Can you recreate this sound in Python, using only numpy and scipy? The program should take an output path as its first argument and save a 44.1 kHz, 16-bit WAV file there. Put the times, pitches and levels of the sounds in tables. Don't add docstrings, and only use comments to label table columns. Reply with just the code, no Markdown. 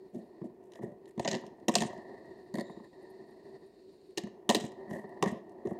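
import sys
import numpy as np
from scipy import signal
from scipy.fft import rfft, irfft
from scipy.io import wavfile

SR = 44100
rng = np.random.default_rng(int(sys.argv[2]) if len(sys.argv) > 2 else 0)


def volts_from_decibels(level):
    exponent = np.asarray(level, float) / 20
    return 10 ** exponent


def pcm_store(signal):
    levels = np.round(np.clip(np.atleast_2d(signal), -1, 1) * 32767)
    wavfile.write(sys.argv[1], SR, levels.astype(np.int16).T)


N = 255726

# pitch_hz, width_hz, level_db
DESK_LOW_MODES = [(63, 36, -24.5), (152.6, 68, -3.5), (221.4, 42, 8.5), (249, 61, 1), (337.7, 48, 2),
                  (428.3, 44, -3)]
DESK_MID_MODES = [(538, 52, -2.5), (651, 76, -2), (715.4, 51, 0), (956.7, 110, -3.5), (1173, 200, -10.5)]
HUB_MODES = [(1735, 120, -5.5), (1863, 150, 8)]
BALL_MODES = [(3750, 250, -1.5), (4310, 320, 2.5), (4980, 490, -6.5), (2620, 490, -9), (5540, 340, -12),
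              (6900, 860, -13.5), (8744, 590, -12)]
WOBBLE_MODES = [(3800, 330, 0), (7200, 450, -4)]


def rms_one(x):
    return x / np.sqrt(np.mean(x ** 2) + 1e-20)


def in_time(rows):
    s, *columns = np.transpose(rows)
    return [np.interp(np.arange(N) / SR, s, c) for c in columns]


def drift(rate_hz):
    hop = 40
    warm_up = 2000
    r = np.exp(-2 * np.pi * rate_hz * hop / SR)
    noise = rng.standard_normal(N // hop + warm_up + 2)
    slow = signal.lfilter([1], [1, -2 * r, r * r], noise)[warm_up:]
    return np.interp(np.arange(N) / hop, np.arange(len(slow)), rms_one(slow))


def resonate(x, modes, strengths_db=None):
    out = 0
    for k, (pitch_hz, width_hz, level_db) in enumerate(modes):
        r = np.exp(-np.pi * width_hz / SR)
        w = 2 * np.pi * pitch_hz / SR
        ring = signal.lfilter([1 - r, 0, r - 1], [1, -2 * r * np.cos(w), r * r], x + 1e-18)
        own = 1 if strengths_db is None else volts_from_decibels(strengths_db[:, k:k + 1])
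        out = out + (-1) ** k * volts_from_decibels(level_db) * own * ring
    return out


def band(x, low_hz, high_hz):
    return signal.sosfilt(signal.butter(2, [low_hz, high_hz], "band", fs=SR, output="sos"), x)


def room_noise():
    # pitch_hz, density_db (per Hz)
    spectrum = [(15, -56.5), (25, -27), (59, -24), (270, -23.5), (363, 0.5), (489, -14.5), (796, -33.5),
                (1370, -43), (1840, -37), (3080, -47), (4370, -57.5), (5280, -51.5), (16000, -53)]
    hz = np.maximum(np.fft.rfftfreq(N, 1 / SR), 1)
    point_hz, point_db = np.transpose(spectrum)
    shape = volts_from_decibels(np.interp(np.log(hz), np.log(point_hz), point_db))
    noise = irfft(rfft(rng.standard_normal(N)) * shape, N)
    return volts_from_decibels(-59.5) * rms_one(noise)


def rolling_balls(body_db, hiss_db, lumps):
    load_db = body_db - body_db.mean()
    spin_db = hiss_db - hiss_db.mean()
    hum_db = -54.0 + 0.45 * load_db
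    ring_db = -70.5 + 1.2 * load_db + 0.58 * spin_db
    force = rng.standard_normal((4, N))
    hum = resonate(force[0], [(378.6, 24.7, 4.5), (210, 50, -11.5), (236.0, 17, -24), (146, 130, -16.5)])
    body = band(band(resonate(force[1], DESK_MID_MODES), 520, 950), 300, 1200)
    ring = band(band(resonate(force[2], HUB_MODES), 1650, 2100), 1600, 2050)
    hiss = resonate(force[3], BALL_MODES)
    # sound, level_db, depth of the lumps in dB
    parts = [(hum, hum_db - 0.1, 2.5),
             (body, body_db - 3.07, 1.6),
             (ring, ring_db - 3.5, 2.2),
             (hiss, hiss_db, 1.6)]
    return sum(rms_one(x) * volts_from_decibels(level_db + lump_db * lumps) for x, level_db, lump_db in parts)


def cage_chatter(hiss_db):
    # pitch_hz, width_hz, level_db
    cage_modes = [(9300, 220, 2), (11500, 300, -2)]
    chatter = rms_one(resonate(rng.standard_normal(N), cage_modes))
    return chatter * volts_from_decibels(hiss_db - 19 + 7.5 * drift(30))


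def hub_wobble(lumps):
    start_s, rise_s, fade_s = 2.58, 0.051, 0.15
    since_s = np.arange(N) / SR - start_s
    fade = np.clip(since_s / rise_s, 0, 1) * np.exp(-np.maximum(since_s, 0) / fade_s)
    wobble = resonate(resonate(rng.standard_normal(N), WOBBLE_MODES), WOBBLE_MODES)
    return rms_one(wobble) * fade * volts_from_decibels(-66 + 3.0 * lumps)


def bearing():
    # time_s, load passed to the desk (body_db), free spin of the balls (hiss_db)
    roll = [(0.0, -65.5, -82), (0.4, -60.5, -82), (0.6, -62.5, -94), (0.92, -57.5, -89), (1.15, -67, -87),
            (1.33, -49, -65), (1.5, -57, -90.5), (1.72, -62, -82.5), (1.9, -49, -76), (2.55, -62.5, -77.5),
            (2.85, -57.5, -75), (3.6, -60.5, -76.5), (3.85, -73, -77.5), (4.15, -73, -77), (4.3, -61, -98),
            (4.96, -49.5, -77.5), (5.47, -56.5, -88.5), (5.8, -51.5, -84.5)]
    body_db, hiss_db = in_time(roll)
    lift_at_s, lift_s, lift_db = 2.9, 0.025, -16
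    body_db = body_db + lift_db * np.exp(-((np.arange(N) / SR - lift_at_s) / lift_s) ** 2)
    lumps = drift(20)
    return rolling_balls(body_db, hiss_db, lumps) + cage_chatter(hiss_db) + hub_wobble(lumps)


def rubbing():
    # pitch_hz, width_hz, level_db
    skin_modes = [(2900, 1954, 3.5), (4350, 1100, -1), (7200, 4000, 2.5), (13300, 3600, -12)]
    # start_s, length_s, hiss_db, desk_drag_db, hub_drag_db
    brushes = [(0.125, 0.14, -75, -45.5, -91), (0.44, 0.042, -72.5, -41, -82),
               (0.625, 0.1, -78.5, -80, -98), (0.747, 0.051, -67, -78, -55.5),
               (0.806, 0.14, -80, -40.5, -63.5), (0.815, 0.052, -68, -59, -56.5),
               (1.074, 0.027, -61.5, -59, -56.5), (2.539, 0.058, -65.5, -43.5, -77),
               (4.176, 0.059, -65.5, -60, -65.5), (4.502, 0.18, -59, -60, -73),
               (1.687, 0.11, -64, -56, -70), (5.252, 0.065, -62, -47, -42.5), (4.89, 0.16, -63.5, -41, -52),
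               (5.653, 0.1, -68.5, -40.5, -55.5)]
    # start_s, length_s, hiss_db, desk_drag_db, dull_edge_hz
    wipes = [(1.206, 0.087, -58, -73, 9400), (1.26, 0.16, -46.5, -45.5, 7600),
             (1.438, .06, -67.5, -51, 7350), (1.688, 0.083, -54.5, -65, 9700),
             (1.738, 0.017, -40, -31, 9400), (1.756, 0.15, -45.5, -51, 9800), (4.168, 0.08, -54, -52, 8500),
             (4.251, 0.052, -73, -47.5, 8000), (4.496, 0.074, -43.5, -41, 10200),
             (4.57, 0.13, -49.5, -49.5, 9300), (5.215, 0.21, -57, -39, 5960),
             (5.269, 0.066, -53, -67, 9500)]
    grains = rng.standard_normal((3, N)) * volts_from_decibels(4.0 * drift(70))
    skin = rms_one(resonate(grains[0], skin_modes))
    desk = rms_one(band(resonate(grains[1], DESK_LOW_MODES + DESK_MID_MODES[:2]), 83, 794))
    hub = rms_one(band(resonate(grains[2], HUB_MODES), 1600, 2000))
    slides = [(*brush, 15500) for brush in brushes]
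    for start_s, length_s, hiss_db, desk_db, dull_hz in wipes:
        slides.append((start_s, length_s, hiss_db, desk_db, hiss_db - 11.5, dull_hz))
    out = np.zeros(N + SR)
    for start_s, length_s, hiss_db, desk_db, hub_db, dull_hz in slides:
        span = slice(round(start_s * SR), round((start_s + length_s) * SR))
        edge = signal.cheby2(6, 15, min(dull_hz, 0.45 * SR), fs=SR, output="sos")
        hiss = volts_from_decibels(hiss_db) * signal.sosfilt(edge, skin[span])
        slide = hiss + volts_from_decibels(desk_db) * desk[span] + volts_from_decibels(hub_db) * hub[span]
        along = np.linspace(0, 1, len(slide))
        out[span] += slide * np.minimum(along / 0.1, 1) * (1 - along ** 1.5)
    return out[:N]


def strike(times_s, levels_db, modes, burst_s, rise_s, grit_db, edges_hz, spread_db, lag_s=0., tilt_db=0.):
    count, size = len(times_s), 6000
    t = np.arange(size) / SR
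    spray = rng.standard_normal((count, size)) * volts_from_decibels(grit_db * rng.standard_normal((count, size)))
    settle_db, settle_s = -11.5, 0.0076
    shape = np.exp(-t / burst_s) + volts_from_decibels(settle_db) * np.exp(-t / settle_s)
    spray = spray * shape * (1 - np.exp(-t / rise_s))
    strengths_db = spread_db * rng.standard_normal((count, len(modes))) + tilt_db * np.arange(len(modes))
    rings = band(resonate(spray, modes, strengths_db), *edges_hz)
    rings = rings / np.abs(rings).max(axis=1, keepdims=True) * volts_from_decibels(levels_db)[:, None]
    out = np.zeros(N + 2 * size)
    for s, ring in zip(times_s, rings):
        at = round((s + lag_s) * SR)
        out[at:at + size] += ring
    return out[:N]


def desk_thump(s, thump_db, sizes):
    # change from one desk mode to the next, tilt_db
    thump_tilt = [2.5, -1, -1.8, -0.14, 1.1, 0.5]
    tilt_db = np.repeat(thump_tilt, sizes)[:, None]
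    return strike(s, thump_db + 1.0, DESK_LOW_MODES, 0.0043, 0.0015, 1.6, (45, 560), 1.0, -0.002, tilt_db)


def desk_knock(s, knock_db, sizes):
    # change from one desk mode to the next, tilt_db
    knock_tilt = [0.1, -1.5, -.6, -1.5, -2.2, -.6]
    tilt_db = np.repeat(knock_tilt, sizes)[:, None]
    return strike(s, knock_db + 0.5, DESK_MID_MODES, 0.0011, 0.0005, 5.6, (420, 1060), 1.2, -0.0015, tilt_db)


def hub_ring(s, crack_db, knock_db, sizes):
    # ring of the hub, level_db
    ring_by_kind = [-14.5, -13, -9, -15, -7, -9]
    ring_db = 0.37 * crack_db + 0.52 * knock_db + np.repeat(ring_by_kind, sizes)
    return strike(s, ring_db + 1.5, HUB_MODES, 0.0018, 0.0006, 3.0, (1600, 2200), 1.5)


def lobe_crack(s, crack_db):
    # pitch_hz, width_hz, level_db
    lobe_modes = [(1510, 300, -12), (2816, 530, 1.5), (3980, 510, 4), (5060, 1100, 0), (6400, 1500, 2.5),
                  (7387, 1500, -0.5)]
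    return strike(s, crack_db - 1.0, lobe_modes, 0.0019, 0.0004, 5.0, (1250, 7600), 1.8)


def edge_tick(s, crack_db, sizes):
    # pitch_hz, width_hz, level_db
    edge_modes = [(8570, 540, 4), (11400, 1500, -7), (14000, 4300, -16)]
    # hardness of the tick, level_db
    hardness = [-20.5, -44.5, -22, -23.5, -12, -14.5]
    tick_db = 0.88 * crack_db + np.repeat(hardness, sizes)
    return strike(s, tick_db + 4, edge_modes, 0.0022, 0.0004, 4.5, (8000, 16500), 1.5)


def landing_clatter(landings):
    s, snap_db, *_ = np.transpose(landings)
    return strike(s, snap_db + 4, WOBBLE_MODES + BALL_MODES[1:3], 0.002, 0.0005, 3.0, (3300, 9000), 3.2)


def contacts():
    # time_s, snap of plastic snap_db, push into desk push_db, knock on desk knock_db
    flicks = [(1.6824, -19, -18, -20), (1.6926, -30, -30, -25), (1.7532, -9, -33.5, -19.5),
              (4.174, -26.5, -29, -39.5), (4.1798, -22.5, -32.5, -33.5), (4.4916, -14.5, -19, -22),
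              (4.4985, -15, -35, -19.5), (4.5083, -25.5, -46.5, -18.5), (4.5469, -14, -23.5, -25),
              (4.5528, -22, -27, -51), (5.225, -19, -19.5, -18.5), (5.2369, -34, -28, -27)]
    catches = [(1.195, -32, -28.5, -26), (1.2476, -30.5, -33.5, -30.5), (1.2555, -33.5, -37, -27),
               (1.276, -20, -31.5, -25.5), (1.2857, -26, -35.5, -47), (1.3128, -23, -35.5, -35),
               (1.3293, -30, -30, -33.5), (1.3424, -30, -31.5, -33.5), (1.3492, -27.5, -42.5, -32),
               (1.3588, -36, -34.5, -43), (1.3686, -41, -56, -46.5)]
    bounces = [(1.7645, -28.5, -27.5, -41), (1.7834, -23.5, -28, -45), (1.8053, -25.5, -30, -38.5),
               (1.8109, -32, -31, -46), (1.8203, -25, -28, -28.5), (1.8336, -35.5, -30, -33),
               (1.849, -55, -30.5, -42), (4.2354, -44.5, -32.5, -50), (4.2705, -55.5, -44, -49),
               (4.521, -33.5, -42.5, -63), (4.5648, -28, -28, -62), (4.608, -36, -35, -61),
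               (4.626, -47, -64, -65), (4.6383, -53, -32, -41.5), (5.2592, -38, -24.5, -30.5),
               (5.2757, -42, -32, -36.5), (5.2876, -47, -34.5, -47), (5.316, -72, -31, -63)]
    nudges = [(0.146, -59, -33.5, -73), (0.1553, -61, -34, -75), (0.4162, -67, -33, -47),
              (0.4462, -73, -34, -58), (0.629, -76, -65, -65), (0.7191, -48.5, -76, -57),
              (0.7344, -50, -64, -63), (0.755, -50, -59, -48), (0.79, -66, -38.5, -44),
              (0.8255, -63, -36, -45.5), (0.832, -60, -28.5, -47), (0.8674, -68, -40, -56),
              (1.056, -52.5, -72, -60), (1.078, -61, -68, -74), (1.177, -51, -31, -40),
              (1.436, -73, -43.5, -41.5), (1.4646, -45.5, -66, -48.5), (1.9294, -56, -61, -40.5),
              (1.9765, -54, -43.5, -60), (4.7185, -52, -54.5, -48.5), (4.8757, -72, -43, -48),
              (4.909, -49.5, -31, -41), (4.9866, -66, -38, -44), (5.0414, -76, -39, -43),
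              (5.653, -57, -27, -41.5), (5.671, -50, -30, -37.5), (5.7087, -68, -31, -37)]
    landings = [
        (2.54, -46.5, -27, -41),
        (2.5533, -46, -40, -34),
        (2.5718, -53, -30, -48),
        (2.584, -47, -29, -33),
        (2.5961, -50, -41, -41),
        (2.608, -44, -33, -34),
        (2.628, -70, -45, -55),
        (2.697, -70, -39, -42.5),
        (2.7664, -88, -39.5, -48),
        (2.7997, -81, -41.5, -48),
    ]
    # time_s, snap_db
    nail_ticks = [(1.1084, -62), (1.1955, -37.5), (1.572, -73), (1.599, -65), (2.2563, -67.5), (4.107, -66),
                  (4.651, -48), (5.0918, -61.5), (5.1423, -74.5), (5.315, -49), (5.494, -63.5),
                  (5.5193, -69), (5.797, -69)]
    ticks = [(s, db, db - 10.5, db - 10.5) for s, db in nail_ticks]
    kinds = [flicks, catches, bounces, nudges, landings, ticks]
    sizes = [len(kind) for kind in kinds]
    s, crack_db, thump_db, knock_db = np.transpose(sum(kinds, []))
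    air = lobe_crack(s, crack_db) + edge_tick(s, crack_db, sizes) + landing_clatter(landings)
    desk = desk_thump(s, thump_db, sizes) + desk_knock(s, knock_db, sizes)
    return air, desk + hub_ring(s, crack_db, knock_db, sizes)


def room(x):
    t60_s, rise_s = 0.41, 0.011
    t = np.arange(SR // 2) / SR
    tail = rng.standard_normal(len(t)) * volts_from_decibels(-60 * t / t60_s) * (1 - np.exp(-t / rise_s))
    tail = band(tail / np.sqrt(np.sum(tail ** 2)), 100, 5300)
    tail = signal.sosfilt(signal.butter(8, 9600, fs=SR, output="sos"), tail)
    return signal.fftconvolve(x, tail)[:N]


def scene():
    crack, desk = contacts()
    air = crack + rubbing()
    echo = volts_from_decibels(-15) * room(air + volts_from_decibels(4.0) * desk)
    return (air + desk + echo + bearing() + room_noise())[None]


def roll_off(x):
    return signal.sosfilt(signal.butter(12, 16510, fs=SR, output="sos"), x)


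def record(dry):
    dull = signal.sosfilt(signal.cheby2(10, 30, 16300, fs=SR, output="sos"), dry)
    return roll_off(dull)


dry = scene()
out = record(dry)
pcm_store(out)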